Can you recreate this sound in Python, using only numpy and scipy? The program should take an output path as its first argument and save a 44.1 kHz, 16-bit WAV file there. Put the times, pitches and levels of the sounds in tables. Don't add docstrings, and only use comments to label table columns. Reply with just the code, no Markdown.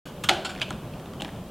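import sys
import numpy as np
from scipy import signal
from scipy.io import wavfile
from scipy.ndimage import uniform_filter1d

SR = 44100
rng = np.random.default_rng(int(sys.argv[2]) if len(sys.argv) > 2 else 0)


def field_ratio(decibels):
    return 10 ** (np.asarray(decibels, dtype=float) / 20)


def waveform_to_disk(signal):
    frames = np.transpose(np.atleast_2d(signal))
    scaled = np.clip(frames, -1, 1) * 32767
    samples = np.round(scaled).astype(np.int16)
    wavfile.write(sys.argv[1], SR, samples)


N = 66150

# [t/s, peak level before the hall/dB, contact length/s, crack level against the ring/dB]
STACK_BLOWS = [(.2885, -11, 0.0018, -1), (.2915, -8, 0.0036, 3.5)]
PIN_BLOWS = [(.6152, -19, 0.0041, -5), (.6215, -24.5, 0.0083, -1), (.631, -29.5, 0.0017, 3)]
PLATE_BLOWS = [(.0555, -41, 0.043, -1.5), (.2372, -24.5, 0.01, -3), (.333, -35, 0.011, -1)]
COLLAR_BLOWS = [(.447, -25, 0.019, -1), (.492, -33, 0.021, -2)]
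# [t/s, peak level before the hall/dB, ring f/Hz, crack level against the ring/dB,
# low thud level against the ring mode/dB, bright ring level against the ring mode/dB]
JOINT_TICKS = [(.55, -37.5, 1750, 4, -25, -20), (0.5611, -34.5, 2620, -6, -1, -12.5),
               (0.5763, -37.5, 1760, -1, -27, -13), (0.5867, -35.5, 1760, -8, -7, -20),
               (.598, -33.5, 1500, 3, -19, -6), (0.6096, -32, 2420, -10, -15, -21),
               (.69, -40, 2770, 10, -7, -13), (0.7053, -26.5, 1320, -6.5, -11.5, -9),
               (.727, -39.5, 3120, 9, -22, -18), (.936, -42.5, 2620, -3, -30, -20),
               (0.997, -43.5, 2500, 12, -10, -15), (1.058, -40, 3380, -3, -2, -13),
               (1.135, -38.5, 1670, -1, -17, -4), (1.1995, -33.5, 2890, -16, -11, -25),
               (1.2073, -31.5, 2800, 6, -14, -13.5), (1.22, -23, 3420, -1, 6, 13.5),
               (1.247, -28.5, 2350, -3, 1, -25), (1.255, -37.5, 1820, -12, -14, -22),
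               (1.2798, -39.5, 1610, -2, -22, -3), (1.29, -38, 1960, -14, -12, -10),
               (1.361, -46, 1350, 4, -17, -10)]

# [f/Hz, relative level/dB, t60/s]
STACK_MODES = [(365.5, 4, 0.18), (599.5, -7, 0.54), (680.6, 4.5, 0.19), (794, 2.5, 0.16), (1427, 8, 0.04),
               (1577, 6, 0.046), (2083, 0, .05), (2890, -9, 0.031), (3120, -1.5, 0.11), (3260, -12, 0.066),
               (4474, 7, 0.042), (5220, 1.5, 0.017), (6520, -5, .015)]
PIN_MODES = [(620, -4.5, 0.12), (1500, -4, 0.066), (2356, -1.5, 0.029), (2590, 11, 0.021),
             (3023, 7.5, 0.025), (3303, 5.5, 0.041), (3470, -20, .04), (4470, -2.5, 0.025), (5500, -2, .01)]
PLATE_MODES = [(1458, 1.5, 0.061), (1610, -5, 0.043), (2500, -36, 0.052), (2970, -2.5, 0.09),
               (3230, -14, 0.16), (4200, -19, 0.06), (5380, -4, 0.022), (6980, 0.5, 0.012),
               (8700, 1, 0.0069), (11500, 1.5, 0.0039), (15000, -11, .005)]
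COLLAR_MODES = [(1390, -14, 0.089), (1527, -4, 0.046), (2660, -8.5, 0.084), (3280, -8.5, 0.053),
                (4470, -15, 0.12), (4930, -12, 0.069), (7250, -5, 0.016), (9200, -8.5, 0.0066)]

# [f/Hz, relative level/dB]
CRACK_SPECTRUM = [(100, -61), (400, -26.5), (900, 9), (2000, 6.5), (3200, 13.5), (5000, -0.5), (9000, -7.5),
                  (16000, -26.5)]
# [f/Hz, t60/s]
HALL_DECAY = [(250, 1), (660, 0.94), (1740, 0.45), (3500, 0.5), (7000, 0.39), (14000, 0.36)]
# [f/Hz, relative level per Hz/dB]
AIR_SPECTRUM = [(15, -48), (25, -3.5), (87, -2.5), (157, 2.5), (195, 2.5), (250, -3.5), (320, -9),
                (360, -1.5), (400, -9.5), (560, -6.5), (800, -14), (1100, -16), (2000, -27.5),
                (3100, -24.5), (4200, -33), (6000, -38), (9000, -39.5), (16000, -48)]


def read(points, hz):
    f, value = np.transpose(points)
    return np.interp(np.log(hz + 1), np.log(f + 1), value)


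def evened(x):
    return x / np.sqrt(np.mean(x ** 2) + 1e-20)


def unit_energy(x):
    return x / np.linalg.norm(x, axis=-1, keepdims=True)


def add(mix, s, sound):
    part = mix[round(s * SR):][:len(sound)]
    part += sound[:len(part)]


def struck(blows, modes):
    out = np.zeros(N)
    for s, peak_db, contact_s, crack_db in blows:
        add(out, s, blow(modes, peak_db, contact_s, crack_db))
    return out


def stack_clank():
    return struck(STACK_BLOWS, STACK_MODES)


def pin_knocks():
    return struck(PIN_BLOWS, PIN_MODES)


def plate_rattle():
    return struck(PLATE_BLOWS, PLATE_MODES)


def collar_chatter():
    return struck(COLLAR_BLOWS, COLLAR_MODES)


def joint_ticks():
    ring_s, contact_s = 0.0059, 0.0026
    bright_hz, bright_s = 8500, 0.00093
    thud_hz, upper_thud_ratio, thud_s = 302.4, 2.57, 0.027
    out = np.zeros(N)
    for s, peak_db, hz, crack_db, thud_db, bright_db in JOINT_TICKS:
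        modes = [(hz, 0, ring_s),
                 (bright_hz, bright_db, bright_s),
                 (thud_hz, thud_db, thud_s),
                 (thud_hz * upper_thud_ratio, thud_db, thud_s)]
        add(out, s, blow(modes, peak_db, contact_s, crack_db))
    return out


def blow(modes, peak_db, contact_s, crack_db):
    hall_db = -10.5
    hits, rows, click = contacts(contact_s), ring(modes), crack()
    share = np.array([field_ratio(db) * np.sqrt(t60) for hz, db, t60 in modes])[:, None]
    crack_size = field_ratio(crack_db) * np.linalg.norm(share)

    direct = (share * unit_energy(signal.fftconvolve(hits[None], rows, axes=1))).sum(axis=0)
    add(direct, 0, crack_size * unit_energy(signal.fftconvolve(hits, click)))

    single = (share * unit_energy(rows)).sum(axis=0)
    add(single, 0, crack_size * unit_energy(click))

    out = field_ratio(hall_db) * hall(single)
    add(out, 0, direct)
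    peak = np.sqrt(2 * uniform_filter1d(direct ** 2, 200).max())
    return field_ratio(peak_db) * out / peak


def contacts(length_s):
    contacts_per_s, spread_db = 7000, 1.5
    rise_s, head_start_s = 0.0013, 0.0009
    after_db, after_times = -14.5, 4.36
    chance, strength, side = rng.random((3, 4096))
    t = np.arange(4096) / SR
    hit = (chance < contacts_per_s / SR) | (t == 0)
    size = field_ratio(-spread_db * np.log(1 - strength * .95)) * np.sign(side - .5)
    rise = np.minimum((t + head_start_s) / rise_s, 1)
    burst = np.exp(-(t / length_s) ** 2)
    chatter = field_ratio(after_db) * np.exp(-t / (after_times * length_s))
    return hit * size * rise * (burst + chatter)


def ring(modes, count=14):
    neighbour_spread = 0.0601
    swing_in_cycles = 1
    t = np.arange(SR // 4) / SR
    offsets, signs = rng.standard_normal((2, len(modes), count, 1))
    rows = []
    for (hz, _, t60), offset, sign in zip(modes, offsets, np.sign(signs)):
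        cluster_hz = hz * (1 + neighbour_spread * offset)
        cluster = (sign * np.sin(2 * np.pi * cluster_hz * t)).sum(axis=0)
        decay = 10 ** (-3 * t / t60)
        build_up = 1 - np.exp(-t * hz / swing_in_cycles)
        rows.append(decay * build_up * cluster)
    return np.array(rows)


def crack():
    hz = abs(np.fft.fftfreq(1024, 1 / SR))
    log_gain = np.log(field_ratio(read(CRACK_SPECTRUM, hz)))
    response = np.exp(np.conj(signal.hilbert(log_gain)))
    return np.fft.ifft(response).real[:256]


def hall(x):
    gap_s, spacing = .004, 20
    taps = np.zeros(SR // 2)
    at = np.arange(0, len(taps) - spacing, spacing)
    taps[at + rng.integers(0, spacing, len(at))] = rng.choice([-1., 1.], len(at))
    taps[:round(gap_s * SR)] = 0
    hz, t, z = signal.stft(taps, SR, nperseg=256)
    decay = field_ratio(-60 * t / read(HALL_DECAY, hz)[:, None])
    tail = signal.istft(z * decay, SR, nperseg=256)[1]
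    return signal.fftconvolve(x, unit_energy(tail))


def air():
    level_db, patchy_db, swell_db = -38, 1, 0.5
    frames, hz = N // 512 + 5, np.fft.rfftfreq(2048, 1 / SR)
    real, imaginary, patches = rng.standard_normal((frames, 1025, 3)).T
    patches = uniform_filter1d(patches, 8, axis=0)
    patches = evened(uniform_filter1d(patches, 4, axis=1))
    swell = evened(uniform_filter1d(rng.standard_normal(frames), 6))
    gain_db = read(AIR_SPECTRUM, hz)[:, None] + patchy_db * patches + swell_db * swell
    z = (real + 1j * imaginary) * field_ratio(gain_db)
    noise = signal.istft(z, nperseg=2048, noverlap=1536)[1][:N]
    return field_ratio(level_db) * evened(noise)


def microphone_hiss(shape):
    return field_ratio(-56) * rng.standard_normal(shape)


def scene():
    machine = plate_rattle() + collar_chatter() + stack_clank() + pin_knocks() + joint_ticks()
    return np.tile(machine + air(), (2, 1))


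def roll_off(x):
    return signal.sosfilt(signal.butter(12, 16530, fs=SR, output="sos"), x)


def record(dry):
    edge_hz, start_s, fade_in_s = 16000, 0.055, 0.00049
    x = dry + microphone_hiss(dry.shape)
    low_pass = signal.firwin(1023, edge_hz, window=("kaiser", 9), fs=SR)
    x = signal.oaconvolve(x, low_pass[None], "same")
    mix = x * np.clip((np.arange(N) / SR - start_s) / fade_in_s, 0, 1)
    return roll_off(mix)


dry = scene()
out = record(dry)
waveform_to_disk(out)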